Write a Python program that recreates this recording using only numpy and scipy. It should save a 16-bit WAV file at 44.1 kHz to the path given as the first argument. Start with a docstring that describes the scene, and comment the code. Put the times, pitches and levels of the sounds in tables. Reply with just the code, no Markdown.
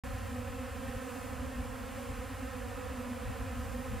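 """Honeybees swarm in and around an open bucket feeder outdoors, about a metre away.
Dozens of wingbeats near 250 Hz wander, swell and beat against each other, a few bees close by.
Each stroke is a sharp flick, scattered by the bucket, and a puff of torn air that adds a faint rasp.
Underneath, a light breeze rumbles on the microphone over a faint far drone and an airy hiss."""
import sys
import numpy as np
from scipy import signal
from scipy.fft import rfft, irfft
from scipy.io import wavfile
from scipy.ndimage import map_coordinates

SR = 44100
rng = np.random.default_rng(int(sys.argv[2]) if len(sys.argv) > 2 else 0)


def unload_audio(sound):
    """Save the sound as a 16-bit wav file, at the path given as the first command line argument."""
    columns = np.transpose(np.atleast_2d(sound))
    # keep every value between -1 and 1, then stretch to whole-number steps
    steps = np.round(np.clip(columns, -1, 1) * 32767)
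    wavfile.write(sys.argv[1], SR, steps.astype(np.int16))


N = 176400


def undb(db):
    return 10 ** (np.asarray(db) / 20)


def level(x, db):
    """Sets the rms level."""
    return x * undb(db) / np.sqrt(np.mean(x ** 2))


def panned(db):
    """Channel gains that put the left db above the right."""
    return undb(np.array([[1], [-1]]) * db / 2)


def envelope(points):
    """Gain over time from (t/s, level/dB) points."""
    when, db = np.array(points, float).T
    return undb(np.interp(np.arange(N) / SR, when, db))


def curve_at(points, hz):
    """Reads (f/Hz, value) points on a log-frequency axis."""
    freqs, values = np.array(points, float).T
    return np.interp(np.log(np.maximum(hz, 1)), np.log(freqs), values)


def drift(per_s):
    """Smooth random modulator with a spread of about 1."""
    knots = rng.standard_normal(1024)
    grid = np.arange(0, N + 64, 64)
    place = rng.random() + grid * per_s / SR
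    coarse = map_coordinates(knots, [place + 2], mode="wrap")
    return np.interp(np.arange(N), grid, coarse)


def stereo_noise(eq, correlation):
    """Noise of a given spectrum and left-right correlation, rms 1."""
    hz = np.fft.rfftfreq(N, 1 / SR)
    mid, side = rfft(rng.standard_normal((2, N)))
    alike = np.clip(curve_at(correlation, hz), -1, 1)
    both = mid * np.sqrt(1 + alike) + np.array([[1], [-1]]) * side * np.sqrt(1 - alike)
    return level(irfft(both * undb(curve_at(eq, hz)), N), 0)


# Tone colour of the hiss: f/Hz, relative level/dB
HISS_EQ = [(100, 16), (360, 5), (1000, 3.5), (3000, -14.5), (4800, 0), (5800, -0.5), (7700, 3.5),
           (9800, 0.7), (11100, 2.5), (12200, -0.5), (13500, -5.5), (14700, 3), (16000, -14.5)]
# Stereo width of the hiss and rasp, centred from 1.8 to 4.9 kHz, wide above: f/Hz, L-R correlation
HISS_IMAGE = [(100, .3), (1300, 0.68), (1800, 1), (4900, 1), (5400, 0.28), (9000, 0.14), (14000, 0.051)]
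# Gentle level ride of the hiss: t/s, relative level/dB
HISS_RIDE = [(0, 0.5), (.25, 1), (.62, -0.4), (1.0, 1.5), (1.18, 2.7), (1.45, -.3), (1.9, 0.5), (2.03, 2),
             (2.15, 0.5), (2.83, 0.2), (3.5, -.1), (3.65, 1.5), (4, 1)]


def outdoor_hiss():
    """A nearly steady bed of outdoor hiss."""
    return level(stereo_noise(HISS_EQ, HISS_IMAGE) * envelope(HISS_RIDE), db=-55)


# Level ride of the far drone: t/s, relative level/dB
DRONE_RIDE = [(0, 1), (.3, 6.5), (.65, 3), (1.1, -4), (1.3, -0.5), (1.8, -8), (2.27, 4), (2.65, -1),
              (2.85, 4), (3.1, -7), (3.3, 3.5), (3.8, -10.5)]


def far_drone(hz=97.96):
    """A faint low tone that wavers, swells and recedes."""
    pitch = hz * (1 + .011 * drift(per_s=3))
    tone = np.sin(2 * np.pi * np.cumsum(pitch) / SR)
    return level(tone * envelope(DRONE_RIDE), db=-51)


# Tone colour of the wind rumble: f/Hz, relative level/dB
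RUMBLE_EQ = [(12, -45), (22, -19), (32, -11), (48, -2.5), (70, 1), (98, -5), (125, -12), (170, -22),
             (220, -13), (330, -30.5), (600, -82)]
# Stereo width of the rumble: f/Hz, L-R correlation
RUMBLE_IMAGE = [(30, 1), (70, 0.82), (130, 0.4), (250, 0.51)]
# Gust envelope: t/s, level/dB
GUSTS = [(0.05, -40), (0.06, -40), (0.74, -46), (0.8, -41.5), (0.84, -44), (0.89, -39), (0.93, -49),
         (0.97, -36.5), (1.01, -52.5), (1.46, -38.5), (1.52, -51), (1.57, -40), (2.06, -48), (2.11, -36.5),
         (2.16, -48), (2.19, -40.5), (2.23, -45.5), (3.21, -46), (3.28, -35.5), (3.35, -44.5), (3.44, -38),
         (3.46, -43), (3.76, -39.5), (3.87, -47), (3.9, -36.5), (4.0, -37.5)]


def breeze():
    """Gusts buffet the microphone with a low rumble."""
    return stereo_noise(RUMBLE_EQ, RUMBLE_IMAGE) * envelope(GUSTS) * panned(db=-.9)


# Tone colour of the wing rasp: f/Hz, relative level/dB
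RASP_EQ = [(300, -19), (700, 18.5), (1500, 0.5), (2700, -21.5), (4000, -24), (8000, 0.5), (15000, -5)]


def wing_rasp(puff_power):
    """Air torn by the wings: noise that pulses with the strokes."""
    return level(np.sqrt(puff_power) * stereo_noise(RASP_EQ, HISS_IMAGE), db=-69)


# Accents in the wingbeat hum, each at its crest: t/s, f/Hz, level/dB
HUM_ACCENTS = [(.07, 254, -45.5), (.39, 244.3, -42), (.65, 248.7, -47), (.92, 242, -50), (1.42, 249.4, -47),
               (1.61, 243, -44), (2.03, 242, -48), (2.49, 248, -46), (2.971, 250.5, -46),
               (3.11, 246.4, -43), (3.59, 243, -45.5), (3.79, 245, -41.5)]


def hum_swells(width_s=.042, sag_hz_per_s=29):
    """The lowest tone of the buzz swells for a moment and sags in pitch."""
    hum = 0
    for when, hz, db in HUM_ACCENTS:
        t = np.arange(N) / SR - when
        phase = rng.random() + hz * t - sag_hz_per_s * t ** 2 / 2
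        bell = np.exp(-(t / width_s) ** 2 / 2)
        hum = hum + undb(db) * np.sqrt(2) * bell * np.sin(2 * np.pi * phase)
    return hum * panned(db=-2.5)


# Harmonic colour of the wings in the bucket: f/Hz, relative level/dB
WING_EQ = [(200, 4), (250, -1), (300, -3), (460, -3.5), (530, -1), (620, -2.5), (760, -9), (1020, -8.5),
           (1290, -9.5), (1560, -11.5), (1780, -9.5), (2050, -15.5), (2650, -15), (3200, -20.5),
           (4000, -26), (5500, -30.5), (8000, -33.5), (12000, -35.5)]


def wing_stroke(hz, size, colour_db=2.5, twist_rad=.98, bucket_share=.46):
    """One stereo wingbeat cycle: a sharp flick plus the bucket's scatter."""
    harmonics_hz = np.arange(47) * hz
    colour, twist, real, imag = rng.standard_normal((4, len(harmonics_hz)))
    flick = undb(colour_db * colour) * np.exp(1j * twist_rad * twist)
    width = 1 / (1 + (harmonics_hz / 1590) ** 20)  # only the low harmonics spread out
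    pan_db = -5 * np.tanh(harmonics_hz / 560) + 3 * rng.standard_normal()  # leans right
    scatter = np.array([[1], [-1]]) * width * bucket_share * (real + 1j * imag) / np.sqrt(2)
    eq = undb(curve_at(WING_EQ, harmonics_hz)) * (harmonics_hz > 0)
    return irfft(panned(width * pan_db) * (flick + scatter) * eq, size)


def bee(hz, swell_db, size=8192):
    """One bee's buzz, changing colour as it turns, and the power of the air puffed at each stroke."""
    steering = .032 * drift(per_s=6)
    flutter = .012 * drift(per_s=40)
    pitch = hz * (1 + steering + flutter)
    phase = (rng.random() + np.cumsum(pitch) / SR) % 1
    index = (phase * size).astype(int) % size
    facing = .5 + .5 * np.tanh(drift(per_s=7))
    toward = wing_stroke(hz, size).take(index, axis=1)
    away = wing_stroke(hz, size).take(index, axis=1)
    buzz = facing * toward + (1 - facing) * away
    nearness_db = swell_db * 2 * np.tanh(drift(per_s=4.964) / 2)  # the bee comes and goes
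    nearness = level(undb(nearness_db), 0)
    puff = nearness * (1 - phase) ** 2
    return level(buzz, 0) * nearness, puff ** 2


def swarm(hz, detune, swell_db, db, count):
    """Bees beating against each other, detuned over a bell curve by a fraction of hz."""
    rank = (np.arange(count) + .5) / count
    offsets = np.log(rank / (1 - rank)) * np.sqrt(3) / np.pi
    buzz, puffs = 0, 0
    for offset in offsets:
        tone, puff = bee(hz * (1 + detune * offset), swell_db)
        buzz, puffs = buzz + tone, puffs + puff
    return level(buzz, db), puffs / puffs.mean()


def honeybees():
    """The crowd at the feeder, some slow hoverers, a few close fliers, and the rasp of wings."""
    crowd, crowd_puffs = swarm(hz=255.5, detune=.04, swell_db=3, db=-43.5, count=40)
    hoverers, _ = swarm(hz=221.9, detune=.06, swell_db=4, db=-57, count=6)
    close, close_puffs = swarm(hz=254.5, detune=.04, swell_db=4.5, db=-53, count=4)
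    return crowd + hoverers + close + wing_rasp(crowd_puffs + close_puffs)


def scene():
    """Bees in front; breeze, drone and hiss behind."""
    return honeybees() + hum_swells() + breeze() + far_drone() + outdoor_hiss()


def record(dry):
    """A 2 ms fade-in after an instant of silence, then a steep high cut."""
    start_s, top_hz = .036, 15750
    fade_in = np.clip((np.arange(N) / SR - start_s) / .002, 0, 1)
    high_cut = signal.ellip(12, .1, 70, top_hz, fs=SR, output="sos")
    return signal.sosfilt(high_cut, dry * fade_in)


dry = scene()
out = record(dry)
unload_audio(out)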